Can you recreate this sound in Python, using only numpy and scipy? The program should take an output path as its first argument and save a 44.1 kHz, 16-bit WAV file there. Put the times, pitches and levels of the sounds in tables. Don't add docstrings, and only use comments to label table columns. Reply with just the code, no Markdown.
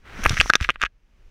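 import sys
import numpy as np
from scipy import signal
from scipy.fft import rfft, irfft
from scipy.io import wavfile

SR = 44100
rng = np.random.default_rng(int(sys.argv[2]) if len(sys.argv) > 2 else 0)


def wrap_up_sound(samples):
    columns = np.atleast_2d(samples).T
    tamed = np.clip(columns, -1, 1)
    steps = np.round(tamed * 32767).astype(np.int16)
    wavfile.write(sys.argv[1], SR, steps)


N = 57330
T = np.arange(N) / SR


def from_db(db):
    return 10 ** (np.asarray(db) / 20)


def unit_rms(x):
    return x / np.sqrt(np.mean(x ** 2) + 1e-20)


def shaped(noise, fader, eq):
    hz, db = np.transpose(eq)
    freqs = np.maximum(np.fft.rfftfreq(N, 1 / SR), 1)
    tone = from_db(np.interp(np.log(freqs), np.log(hz), db))
    low_cut = np.minimum(freqs / hz[0], 1) ** 2
    coloured = unit_rms(irfft(rfft(noise) * tone * low_cut, N))
    return from_db(np.interp(T, *np.transpose(fader))) * coloured


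def butter(x, hz, kind, order=2):
    return signal.sosfilt(signal.butter(order, hz, kind, fs=SR, output="sos"), x)


def add(out, start_s, sound):
    i = int(start_s * SR)
    out[i:i + len(sound)] += sound[:N - i]


def set_attack(x, level_db, attack_s=.0035):
    return from_db(level_db) * x / np.sqrt(np.mean(x[:int(attack_s * SR)] ** 2))


def resonate(x, modes, scatter_db=1.85):
    for hz, width_hz, db in modes:
        boost = from_db(db + scatter_db * rng.standard_normal())
        pole, zero = np.exp(-np.pi * width_hz / SR * np.array([1, boost]))
        tuning = 2 * np.cos(2 * np.pi * hz / SR)
        x = signal.lfilter([1, -tuning * zero, zero ** 2], [1, -tuning * pole, pole ** 2], x)
    return x


def case_knocks():
    # start_s, ring_db, contact_hz, width (top / bottom of the contact band, minus 1),
    # thud_db, snap_db, tick_db
    hits_and_echoes = [(0.2357, -29, 1760, 1.9, -48, -37, -67), (.2396, -27.5, 2300, 1.4, -47, -31, -36.5),
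                       (.2486, -27, 2100, 0.91, -37.5, -42, -43.5),
                       (0.2528, -17, 2160, 0.54, -30, -35, -42.5),
                       (.2588, -10, 894, 0.92, -18.5, -46, -37.5),
                       (0.2625, -11, 2130, 0.44, -26.5, -33, -37.5),
                       (.2762, -43, 1500, 0.69, -61.5, -54, -43.5),
                       (0.2947, -23.5, 2730, 1.6, -42, -19.5, -39), (0.3069, -33, 2500, 1.2, -31, -61, -61),
                       (0.3111, -27.5, 1560, 1, -48.5, -48, -47), (0.3204, -29, 1450, 0.48, -60, -41, -47),
                       (.369, -22, 2010, 0.65, -46.5, -44, -54), (0.3705, -24, 2200, .7, -37, -41, -59.5),
                       (0.3767, -19, 2010, .5, -63.5, -38, -63), (.4008, -8, 2500, .45, -37.5, -55, -62),
                       (0.4055, -9.5, 2450, 0.79, -34, -49.5, -54),
                       (0.4116, -8.5, 2340, 2, -19.5, -20, -48.5), (0.459, -30, 930, .6, -31.5, -50.5, -62),
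                       (0.497, -16, 1422, 0.67, -34.5, -32, -44),
                       (0.5003, -2.5, 1607, 0.43, -15.5, -24, -50),
                       (0.5357, -11.5, 1800, 1.5, -29, -24, -42.5),
                       (0.5435, -24.5, 1600, 0.6, -41, -40.5, -69),
                       (0.5541, -11, 1800, 1.12, -22, -11, -49), (0.5637, -34, 1407, .7, -46.5, -42.5, -63),
                       (0.6035, -30, 1790, 1.18, -51, -50, -77), (0.6102, -28, 1970, 1.5, -38, -35.5, -51),
                       (0.6268, -26.5, 2540, 1.2, -59, -35.5, -60),
                       (0.643, -30.5, 2130, 0.67, -68, -40.5, -73), (0.6471, -20, 2370, 0.7, -71, -49, -70),
                       (0.6574, -40, 2530, 1.2, -57, -59, -74), (0.69, -13, 1743, 1.47, -26.5, -34, -76),
                       (0.6957, -13, 1737, 2, -30, -40, -81), (0.7033, -16, 2600, .8, -30, -36, -47),
                       (.7584, -32, 1800, 2, -46.5, -80.5, -86), (0.799, -48, 1897, 1.2, -64, -77.5, -88),
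                       (.812, -32.5, 1600, 1, -67, -73, -82), (.8164, -18.5, 2066, 1.8, -46, -29, -48),
                       (0.821, -32.5, 2270, 1.5, -63, -51, -77), (0.8258, -19.5, 2300, 1, -64, -50, -76),
                       (0.8289, -18.5, 1900, 1.6, -36.5, -29.5, -52),
                       (0.8365, -13, 1653, 1.2, -29.5, -35.5, -66),
                       (0.8501, -23, 2000, 1.22, -47, -43, -58), (0.8556, -25.5, 2710, 0.9, -65, -41, -74),
                       (0.8609, -27, 2730, 2.7, -48, -59, -78), (0.8632, -27, 2210, 1.1, -57, -51, -71)]
    # pitch_hz, width_hz, boost_db
    case_modes = [(1229, 230, 16), (1560, 160, 4), (1649.5, 85, 7.5), (1905, 90, 3), (1890, 87, -0.5),
                  (2525, 540, 8), (3110, 780, 7)]
    # pitch_hz, width_hz, boost_db
    snap_modes = [(3614, 280, 12), (4476, 300, 3), (5263, 460, 4), (5880, 670, 8.5), (6550, 150, 1)]
    # pitch_hz, width_hz, boost_db
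    tick_modes = [(8700, 1100, 8), (10560, 350, 4), (12700, 450, 8)]
    chatter_db, chatter_t60_s = -31, .024
    grit_db, grit_t60_s = -9.5, .01
    out = np.zeros(N)
    t = np.arange(int(.06 * SR)) / SR
    for start_s, ring_db, contact_hz, width, thud_db, snap_db, tick_db in hits_and_echoes:
        force = rng.standard_normal(len(t)) * from_db(chatter_db - 60 * t / chatter_t60_s)
        force[0] = 1
        crunch = force + rng.standard_normal(len(t)) * from_db(grit_db - 60 * t / grit_t60_s)
        spread = np.sqrt(1 + width)
        contact = butter(force, [contact_hz / spread, contact_hz * spread], "band")
        ring = resonate(butter(contact, [900, 3180], "band", order=1), case_modes)
        snap = resonate(butter(crunch, [3277, 6840], "band", order=4), snap_modes)
        tick = resonate(butter(crunch, [8800, 12240], "band"), tick_modes)
        thud = butter(force, 853.2, "low", order=4)
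        thud = butter(thud, 40, "high", order=1)
        for layer, level_db in (ring, ring_db), (thud, thud_db), (snap, snap_db), (tick, tick_db):
            add(out, start_s, set_attack(layer, level_db))
    return out


def mic_thumps():
    # start_s, level_db, pitch_hz, t60_s
    jolts = [(0.191, -21.5, 220, 0.046), (0.262, -7, 41, 0.069), (0.306, -10.5, 107, 0.058),
             (0.33, -12.5, 127, .04), (0.395, -5, 55, 0.028), (0.498, -27.5, 74.3, 0.032),
             (0.6122, -9, 65.4, 0.057), (0.835, -23, 43.4, 0.11)]
    rise_s = .0014
    attack = 1 - np.exp(-T / rise_s)
    out = np.zeros(N)
    for start_s, level_db, pitch_hz, t60_s in jolts:
        envelope = attack * from_db(level_db - 60 * T / t60_s)
        add(out, start_s, envelope * np.sin(2 * np.pi * pitch_hz * T))
    return out


def glove_rub():
    # time_s, level_db
    fader = [(0, -72), (.04, -75), (.06, -54), (.13, -54.5), (.22, -44), (.27, -40), (.335, -32.5),
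             (.355, -37), (.39, -32.5), (.435, -39.5), (.495, -38.5), (.522, -61.5), (.545, -41),
             (.575, -49.5), (.605, -51), (.613, -40.5), (.645, -32.5), (.665, -50), (.71, -54), (.745, -58),
             (.78, -67), (.815, -48), (.87, -58), (.895, -90), (1.3, -95)]
    # freq_hz, gain_db
    eq = [(150, -12), (400, -10.5), (900, -17), (1300, 2.5), (1650, 0.5), (2000, 4.5), (2600, -2),
          (4000, -5.5), (6200, -21.5), (7600, -19.5), (11000, -28), (15000, -33)]
    grains_per_s, spread_db, grain_share = 5400, 5.5, .99
    catches = (rng.random(N) < grains_per_s / SR) * rng.choice([-1, 1], N)
    strength = from_db(spread_db * np.minimum(rng.exponential(1, N), 5))
    grains = np.sqrt(grain_share) * unit_rms(catches * strength)
    smooth = np.sqrt(1 - grain_share) * rng.standard_normal(N)
    return shaped(grains + smooth, fader, eq)


def fabric_slide():
    # time_s, level_db
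    fader = [(0, -88), (.2, -52.5), (.3, -41.5), (.36, -43.5), (.39, -38), (.425, -43.5), (.475, -42),
             (.498, -39.5), (.52, -70), (.6, -67), (.618, -44.5), (.645, -50), (.68, -66), (.8, -112)]
    # freq_hz, gain_db
    eq = [(3000, -24.5), (4800, -8), (5900, 4), (6500, -6), (7400, -15.5), (10500, -19.5), (15000, -30.5)]
    return shaped(rng.standard_normal(N), fader, eq)


def sleeve_rustle():
    # time_s, level_db
    fader = [(0, -84), (.04, -58.5), (.065, -47.5), (.13, -43.5), (.2, -37.5), (.26, -39.5), (.33, -37.5),
             (.36, -51), (.48, -55), (.53, -60), (.66, -82.5)]
    # freq_hz, gain_db
    eq = [(60, 9), (200, 1.5), (400, -3), (750, -5), (1000, -4), (1500, 0), (2500, -4.5), (4000, -18.5),
          (12000, -35)]
    return shaped(rng.standard_normal(N), fader, eq)


def wind_rumble():
    # time_s, level_db
    fader = [(0, -56), (.11, -48), (.21, -35.5), (.27, -22.5), (.33, -32.5), (.43, -28.5), (.47, -35),
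             (.53, -49), (.66, -38.5), (.74, -44.5), (.85, -51), (.95, -55), (1.02, -60), (1.12, -55.5),
             (1.22, -49), (1.3, -51)]
    # freq_hz, gain_db
    eq = [(20, 7.5), (42, 0.5), (75, -11.5), (150, -23), (300, -35), (700, -44.5), (2000, -70)]
    return shaped(rng.standard_normal(N), fader, eq)


def distant_hiss():
    # time_s, level_db
    fader = [(0, -65.5), (.9, -74.5), (1.02, -72.5), (1.2, -66), (1.3, -65)]
    # freq_hz, gain_db
    eq = [(150, 11.5), (400, 5.5), (900, -1.5), (1600, -1), (2600, -1), (4000, -10), (6000, -9),
          (8000, -20.5), (15000, -25)]
    return shaped(rng.standard_normal(N), fader, eq)


def scene():
    handling = case_knocks() + mic_thumps() + glove_rub() + fabric_slide() + sleeve_rustle()
    return (handling + wind_rumble() + distant_hiss())[None]


def record(dry):
    ceiling, knee_hardness, cutoff_hz = .9, 9, 15800
    clipped = dry / (1 + np.abs(dry / ceiling) ** knee_hardness) ** (1 / knee_hardness)
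    return butter(clipped, cutoff_hz, "low", order=16)


dry = scene()
out = record(dry)
wrap_up_sound(out)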